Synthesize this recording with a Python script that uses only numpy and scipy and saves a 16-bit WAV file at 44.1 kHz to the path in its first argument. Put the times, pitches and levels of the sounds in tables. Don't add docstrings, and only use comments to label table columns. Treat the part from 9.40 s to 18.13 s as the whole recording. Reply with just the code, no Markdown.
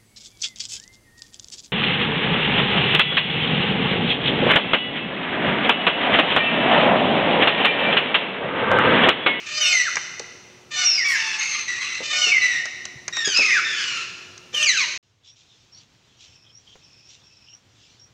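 import sys
import numpy as np
from scipy import signal
from scipy.fft import rfft, irfft, next_fast_len
from scipy.io import wavfile
from scipy.ndimage import uniform_filter1d, map_coordinates

SR = 44100
rng = np.random.default_rng(int(sys.argv[2]) if len(sys.argv) > 2 else 0)


def store_pcm(level_fs):
    pcm = np.round(np.clip(level_fs, -1, 1) * 32767).astype(np.int16)
    wavfile.write(sys.argv[1], SR, np.atleast_2d(pcm).T)


N = 384993

# [start t/s, end t/s, first f/Hz, last f/Hz, mid-note bow as a share of the pitch,
# fundamental level/dB, 2nd harmonic level/dB, 3rd harmonic level/dB]
SHRILL_NOTES = [(0.209, 0.337, 3105, 2390, -0.03, -22.5, -26.5, -36),
                (.322, .425, 2209, 1946, -0.026, -18.5, -32.5, -24),
                (.44, 0.492, 2050, 1202, 0.045, -26, -40.5, -44.5),
                (1.445, 1.602, 2882, 2390, 0.006, -32, -19, -55.5),
                (1.577, 1.643, 2295, 1796, -0.0075, -23.5, -49.5, -46.5),
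                (1.699, 1.77, 1970, 1580, 0.027, -23, -51, -33.5),
                (2.812, 2.927, 3030, 2486, 0.0045, -21.5, -30, -52.5),
                (2.915, 2.987, 2294, 2000, -0.0054, -15.5, -59, -47),
                (3.939, 3.998, 2400, 2674, .005, -27, -20, -52),
                (3.99, 4.041, 2710, 2078, 0.026, -18.5, -28, -45),
                (4.056, 4.117, 2230, 1827, -0.0081, -23, -45.5, -35),
                (4.101, 4.2, 2214, 1246, 0.054, -18.5, -49, -37),
                (5.14, 5.24, 3200, 2590, -0.017, -23.5, -44, -44.5),
                (5.227, 5.251, 3254, 2766, 0.013, -19, -22, -51),
                (5.257, 5.312, 2575, 1936, -0.046, -20, -20, -24),
                (5.312, 5.379, 1973, 1482, -0.044, -28, -35, -34),
                (5.369, 5.454, 1357, 902, -0.0029, -38, -23.5, -28)]
# [start t/s, jump to upper register t/s, end t/s, level/dB, swell time t/s]
RASPS = [(.055, 0.192, .36, -21, 0.21), (1.303, 1.356, 1.47, -21.5, 0.11),
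         (2.618, 2.725, 2.92, -21.5, 0.12), (5.125, 5.248, 5.25, -23, 0.096)]
# [start t/s, end t/s, first f/Hz, last f/Hz, fundamental level/dB, 2nd harmonic level/dB,
# 3rd harmonic level/dB, screech level/dB]
CRIES = [(1.643, 1.80, 1171, 968, -47.5, -24.5, -42, -35.5),
         (1.751, 2.008, 905, 854.6, -47, -33, -33.5, -30),
         (1.978, 2.251, 2148, 2058, -38.5, -43, -32.5, -28.5),
         (2.277, 2.403, 1948, 1913, -29.5, -40, -40, -31.5),
         (2.381, 2.626, 2018, 2014, -35.5, -45.5, -54, -30.5),
         (3.01, 3.22, 2019, 1818, -22, -35, -37, -36.5), (3.724, 3.902, 1895, 1740, -33.5, -35, -38, -36.5),
         (3.844, 3.989, 1719, 1334, -35.5, -27.5, -33, -33),
         (3.95, 4.251, 1330, 1125, -49, -26, -52.5, -29),
         (4.242, 4.468, 1827, 1601, -32.5, -34.5, -46.5, -32),
         (4.341, 4.677, 1533, 1302, -49.5, -32, -50.5, -29.5)]
# [f/Hz, level/dB]
THROAT = [(450, -15), (620, -13), (1250, -1), (2900, 6), (4400, 1.5), (6200, 1.5), (7700, -9), (8800, -34),
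          (15500, -59.5)]
# [f/Hz, level/dB]
HOARSE = [(400, -61), (1230, -5.5), (1500, -5.5), (1950, -4.5), (2600, 7), (3300, -8.5), (6060, -8),
          (8990, -30.5), (15500, -62)]
# [f/Hz, level/dB]
BEAK = [(1700, -4), (2500, 6), (3300, -9), (4000, 3), (4800, -3.5), (6200, 7), (7500, -6), (8700, -23),
        (12000, -27)]
# [f/Hz, level/dB]
HISS = [(4000, -25), (7500, 7.5), (13000, -5.5)]
# [t/s, level/dB, extra knock level/dB]
TAPS = [(.556, -8.5, -10.5), (.568, -15.5, 6), (.795, -12.5, -16), (3.255, -16, -3.5), (3.453, -11.5, -16),
        (3.68, -10, -7.5), (3.768, -12.5, -4.5), (3.876, -11, -20), (3.972, -5.5, -16), (4.978, -25, -18.5)]
# [f/Hz, level/dB]
CLAW = [(1500, -10.5), (6300, 18), (8500, -8), (15000, -63.5)]
# [t/s, level/dB, f/Hz]
STEPS = [(.798, -29.5, 470), (2.603, -25, 530), (2.868, -30, 448), (3.556, -39.5, 124.5), (3.873, -25, 402),
         (3.989, -19.5, 435), (5.137, -33.5, 500)]
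# [t/s, level/dB]
CHIRPS = [(5.864, -46), (6.317, -47), (7.123, -47), (7.639, -51), (8.083, -46.5), (8.585, -49.5)]
# [first f/Hz, last f/Hz]
CHIRP_HZ = (5420, 5700)
# [t/s, level/dB]
TRILLS = [(6.86, -56), (7.41, -53.5), (7.83, -54)]
# [first f/Hz, last f/Hz]
TRILL_HZ = (5500, 5330)
# [t/s, f/Hz, level/dB]
CHATTER = [(5.829, 3480, -51), (6.06, 3660, -58.5), (6.335, 4500, -56.5), (7.039, 3280, -59.5),
           (7.262, 3240, -55), (8.059, 2880, -56)]
# [t/s, level/dB]
CHEEPS = [(5.827, -51), (5.948, -53), (6.35, -56.5), (6.784, -51), (7.675, -51.5)]
# [f/Hz, level/dB]
FLOCK = [(1200, -32), (2600, 6), (3400, 10.5), (4500, 4.5), (5700, 7.5), (7300, 0), (10000, -40.5)]
# [f/Hz, level/dB]
KNOCK = [(150, -4.5), (400, -2), (2000, -11), (9000, -41)]
# [f/Hz, level/dB]
ROOM_AIR = [(25, -37), (110, -10), (450, -17), (6500, -31), (12000, -48)]
# [f/Hz, level/dB]
YARD_AIR = [(25, -24), (110, 2.5), (170, -8), (600, -16.5), (2800, -19), (7000, -26), (10000, -43.5)]
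# [f/Hz, time to fall 60 dB t/s]
WALLS = [(300, 3.5), (1500, 1.265), (6000, 1.56), (15000, 0.17)]
# [f/Hz, time to fall 60 dB t/s]
YARD = [(1000, 0.13)]

ROOM_ENDS, YARD_STARTS = 5.577, 5.628
TOP_HZ = 15800
RASP_HZ, RASP_RISE_HZ_PER_S = 593.5, 130
UPPER_RASP_HZ, RASP_SAG_HZ_PER_S = 739.5, 120
RASP_SWELL_DB, RASP_FADE_DB_PER_S = 12, 21.5
ONSET_ROUGH, RASP_ROUGH, CRY_ROUGH = .48, .28, .2
SCREECH_PATCHY_DB = 4.5
CRY_BOW = .008
HISS_S, HISS_LENGTH_S, HISS_DB = 1.65, 0.12, -40.5
CHIRP_S, TRILL_S, CHEEP_S, CHATTER_S = .078, 0.28, 0.1, 0.085
WHISTLE_JITTER, TRILL_JITTER, CHATTER_JITTER = .014, .04, .055
KNOCK_S, KNOCK_DB, KNOCK_T60 = 7.355, -43, 0.024


def amp(db):
    return 10 ** (np.asarray(db) / 20)


def unit(x):
    return x / np.sqrt(np.mean(x ** 2) + 1e-20)


def noise(n):
    return rng.standard_normal(n)


def along(points, hz):
    f, v = np.transpose(points)
    return np.interp(np.log(hz + 1), np.log(f + 1), v)


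def filtered(x, response):
    m = next_fast_len(len(x) + 8192)
    spectrum = rfft(x, m) * response(np.fft.rfftfreq(m, 1 / SR))
    return irfft(spectrum, m)[:len(x)]


def coloured(x, spectrum):
    return unit(filtered(x, lambda hz: amp(along(spectrum, hz))))


def wobble(rate, n):
    knots = noise(int(n * rate / SR) + 4)
    return map_coordinates(knots, [np.arange(n) * rate / SR])


def patchy(x, depth_db):
    z = signal.stft(x, nperseg=512)[2]
    field = uniform_filter1d(rng.standard_normal(z.shape), size=3, axis=0)
    field = uniform_filter1d(field, size=7, axis=1)
    return signal.istft(z * amp(depth_db * unit(field)), nperseg=512)[1][:len(x)]


def add(track, s, x):
    part = track[max(round(s * SR), 0):][:len(x)]
    part += x[:len(part)]


def gesture(length, edge):
    u = np.linspace(0, 1, max(round(length * SR), 256))
    to_edge = np.minimum(u, 1 - u) * length
    return u, np.sin(np.pi / 2 * np.clip(to_edge / edge, 0, 1))


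def turning(hz):
    return 2 * np.pi * np.cumsum(hz) / SR


def echo(x, decay):
    hz, t, z = signal.stft(noise(3 * SR // 2), SR, nperseg=256)
    dying = z * amp(-60 * t / along(decay, hz)[:, None])
    tail = signal.istft(dying, SR, nperseg=256)[1]
    delayed = np.pad(tail / np.linalg.norm(tail), (round(.004 * SR), 0))
    return signal.fftconvolve(x, delayed)[:N]


def yard_rumble(air_db=-60.0):
    return amp(air_db) * coloured(noise(N), YARD_AIR) * amp(wobble(25, N))


def room_air(air_db=-52.5):
    return amp(air_db) * coloured(patchy(noise(N), 1.6), ROOM_AIR)


def hum(hum_db=-59, hum_hz=362.7):
    return np.sqrt(2) * np.sin(2 * np.pi * hum_hz * np.arange(N) / SR) * amp(hum_db + wobble(0.67, N))


def lingering(ring_db=-38, ring_t60=3.2):
    return coloured(noise(N), HOARSE) * amp(ring_db - 60 * np.arange(N) / SR / ring_t60)


def flock(flock_db=-64):
    return amp(flock_db + 4.3 * wobble(5.8, N)) * coloured(patchy(noise(N), 2.9), FLOCK)


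def hollow_knock():
    t = np.arange(SR // 10) / SR
    return coloured(noise(len(t)), KNOCK) * amp(KNOCK_DB - 60 * t / KNOCK_T60)


def chirp(length, first, last, jitter, edge=0.016, jitter_rate=800):
    u, gate = gesture(length, edge)
    slur = first + (last - first) * np.sin(np.pi / 2 * u)
    pitch = slur * (1 + jitter * wobble(jitter_rate, len(u)))
    grain = amp(4.5 * wobble(220, len(u)))
    return unit(np.sin(turning(pitch)) * gate * grain)


def cheep(edge=0.04):
    u, gate = gesture(CHEEP_S, edge)
    buzz = noise(len(u)) * amp(3.4 * wobble(351, len(u)))
    return gate * coloured(buzz, FLOCK)


def small_birds(whistle_db=-4.5, undertone_db=-8):
    out = np.zeros(N)
    for s, db in CHIRPS:
        add(out, s, amp(db + whistle_db) * chirp(CHIRP_S, *CHIRP_HZ, WHISTLE_JITTER))
    for s, db in TRILLS:
        trill = chirp(TRILL_S, *TRILL_HZ, TRILL_JITTER)
        undertone = amp(undertone_db) * chirp(TRILL_S, *np.divide(TRILL_HZ, 2.1), TRILL_JITTER)
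        add(out, s, amp(db + whistle_db) * (trill + undertone))
    for s, hz, db in CHATTER:
        add(out, s, amp(db) * chirp(CHATTER_S, hz, hz, CHATTER_JITTER))
    for s, db in CHEEPS:
        add(out, s, amp(db) * cheep())
    return out + flock()


def claw_tap(t, knock_extra_db, tick_t60=0.019, knock_t60=0.057, tick_db=-6, knock_db=-7):
    knock_colour = [(60, -21), (700, -2.5), (2100, 7.0), (11000, -56.5)]  # Hz, dB
    tick = coloured(noise(len(t)), CLAW) * amp(tick_db - 60 * t / tick_t60)
    knock = coloured(noise(len(t)), knock_colour) * amp(knock_db + knock_extra_db - 60 * t / knock_t60)
    return (tick + knock) * (1 - np.exp(-t / .0005))


def footfall(t, hz, thump_t60=0.11, thump_db=-6):
    hump = [(hz / 10, -32), (hz / 3, -6), (hz, 0), (2 * hz, -7), (10 * hz, -58)]  # Hz, dB
    thud = 0.99 * np.sin(2 * np.pi * hz * t) + coloured(noise(len(t)), hump)
    return thud * amp(thump_db - 60 * t / thump_t60) * (1 - np.exp(-t / 0.0012))


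def feet():
    out, t = np.zeros(N), np.arange(SR // 5) / SR
    for s, db, knock_extra_db in TAPS:
        add(out, s, amp(db) * claw_tap(t, knock_extra_db))
    for s, db, hz in STEPS:
        add(out, s, amp(db) * footfall(t, hz))
    return out


def bright_hiss():
    out = np.zeros(N)
    u, gate = gesture(HISS_LENGTH_S, HISS_LENGTH_S / 2)
    add(out, HISS_S, amp(HISS_DB) * gate ** 2 * coloured(noise(len(u)), HISS))
    return out


def sinking(start, end, first, last, bow):
    u = np.linspace(0, 1, max(round((end - start) * SR), 256))
    return (first + (last - first) * u) * (1 + bow * (1 - (2 * u - 1) ** 2))


def shrill_note(pitch, levels, rough, jitter=.07, jitter_rate=450, shimmer_db=9, flutter_rate=260,
                fall_db=-4.0, edge_share=0.086):
    n = len(pitch)
    _, gate = gesture(n / SR, edge_share * n / SR)
    phase = turning(pitch * (1 + jitter * rough * wobble(jitter_rate, n)))
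    tone = amp(levels[0]) * np.sin(phase)
    for k in range(2, 9):
        resonance = amp(along(BEAK, k * pitch))
        if k <= len(levels):
            drive = amp(levels[k - 1]) / np.sqrt(np.mean(resonance ** 2))
        else:
            drive = drive * amp(fall_db)
        flicker = amp(k / 2 * wobble(flutter_rate / 2, n))
        overtone = np.sin(k * phase) * (k * pitch < TOP_HZ)
        tone = tone + drive * resonance * flicker * overtone
    puffs = noise(n) * (1 + np.cos(phase))
    hiss = coloured(puffs, HOARSE) * np.std(tone) * rough
    shimmer = amp(shimmer_db * rough * wobble(flutter_rate, n))
    return np.sqrt(2) * (tone + hiss) * gate * shimmer


def rasp(pitch, rough, jitter=0.0616, jitter_rate=380, shimmer_db=2, flutter_rate=110, patchy_db=3, edge=0.024):
    n = len(pitch)
    _, gate = gesture(n / SR, edge)
    phase = turning(pitch * (1 + jitter * rough * wobble(jitter_rate, n)))
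    pulses = np.zeros(n)
    for k in range(1, 24):
        swell = amp(patchy_db * wobble(17.7, n))
        pulses += swell * np.cos(k * phase + 2 * np.pi * rng.random()) * (k * pitch < TOP_HZ)
    chaos = patchy(noise(n) * (1 + np.cos(phase)), SCREECH_PATCHY_DB)
    share = np.clip(rough, 0, 1) ** 2
    voice = np.sqrt(1 - share) * coloured(pulses, THROAT) + np.sqrt(share) * coloured(chaos, HOARSE)
    return voice * gate * amp(shimmer_db * wobble(flutter_rate, n))


def cries(note_db=-1, screech_rough=.74, tone_fade_db=8, screech_fade_db=5, waver_db=2, waver_rate=35,
          waver_share=0.0046, edge_share=0.22):
    out = np.zeros(N)
    for start, end, first, last, *levels, screech_db in CRIES:
        pitch = sinking(start, end, first, last, CRY_BOW)
        pitch = pitch * (1 + waver_share * wobble(waver_rate, len(pitch)))
        fade = np.linspace(.5, -.5, len(pitch))
        tone_level = note_db + tone_fade_db * fade + waver_db * wobble(waver_rate, len(pitch))
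        tone = amp(tone_level) * shrill_note(pitch, levels, CRY_ROUGH)
        screech = rasp(pitch, screech_rough, edge=edge_share * (end - start))
        add(out, start, tone + amp(screech_db + screech_fade_db * fade) * screech)
    return out


def opening_rasps(lower_db=-1, upper_db=-1.5, yield_db_per_s=70):
    out = np.zeros(N)
    for start, jump, end, db, attack in RASPS:
        t = np.arange(round((end - start) * SR)) / SR
        late = np.maximum(t - (jump - start), 0)
        rough = np.interp(t, [0, attack / 2], [ONSET_ROUGH, RASP_ROUGH])
        lower_pitch = RASP_HZ + RASP_RISE_HZ_PER_S * (t - late)
        lower = amp(lower_db - yield_db_per_s * late) * rasp(lower_pitch, rough)
        upper_gain = amp(upper_db - RASP_FADE_DB_PER_S * late) * np.minimum(late / .01, 1)
        upper = upper_gain * rasp(UPPER_RASP_HZ - RASP_SAG_HZ_PER_S * late, rough)
        swell = np.interp(t, [0, attack], [-RASP_SWELL_DB, 0])
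        add(out, start, amp(db + swell) * (lower + upper))
    return out


def squawks(note_db=-.5, note_rough=0.18, fade_db_per_s=20):
    out = opening_rasps()
    for start, end, first, last, bow, *levels in SHRILL_NOTES:
        pitch = sinking(start, end, first, last, bow)
        fade = fade_db_per_s * (end - start) * np.linspace(.5, -.5, len(pitch))
        add(out, start, amp(note_db + fade) * shrill_note(pitch, levels, note_rough))
    return out


def yard(wet_db=-5):
    near = small_birds()
    add(near, KNOCK_S, hollow_knock())
    return near + amp(wet_db) * echo(near, YARD) + yard_rumble()


def room(steps, wet_db=-7.5, wall_db=-10, wall_delay=.021, feet_wet_db=-14):
    voice = squawks() + cries() + bright_hiss()
    wall = amp(wall_db) * filtered(voice, lambda hz: np.exp(-2j * np.pi * hz * wall_delay))
    reflections = echo(amp(wet_db) * voice + amp(feet_wet_db) * steps, WALLS)
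    return voice + wall + reflections + lingering() + hum() + room_air()


def scene(opening_db=-8, opening_time=0.78):
    t, steps = np.arange(N) / SR, feet()
    swell = np.interp(t - YARD_STARTS, [0, opening_time], [opening_db, 0])
    indoors = room(steps) * (t < ROOM_ENDS)
    outdoors = yard() * (t > YARD_STARTS) * amp(swell)
    mono = steps + indoors + outdoors
    return np.array([mono, mono])


def record(dry):
    return np.array([filtered(channel, lambda hz: hz < TOP_HZ) for channel in dry])


dry = scene()
out = record(dry)
store_pcm(out)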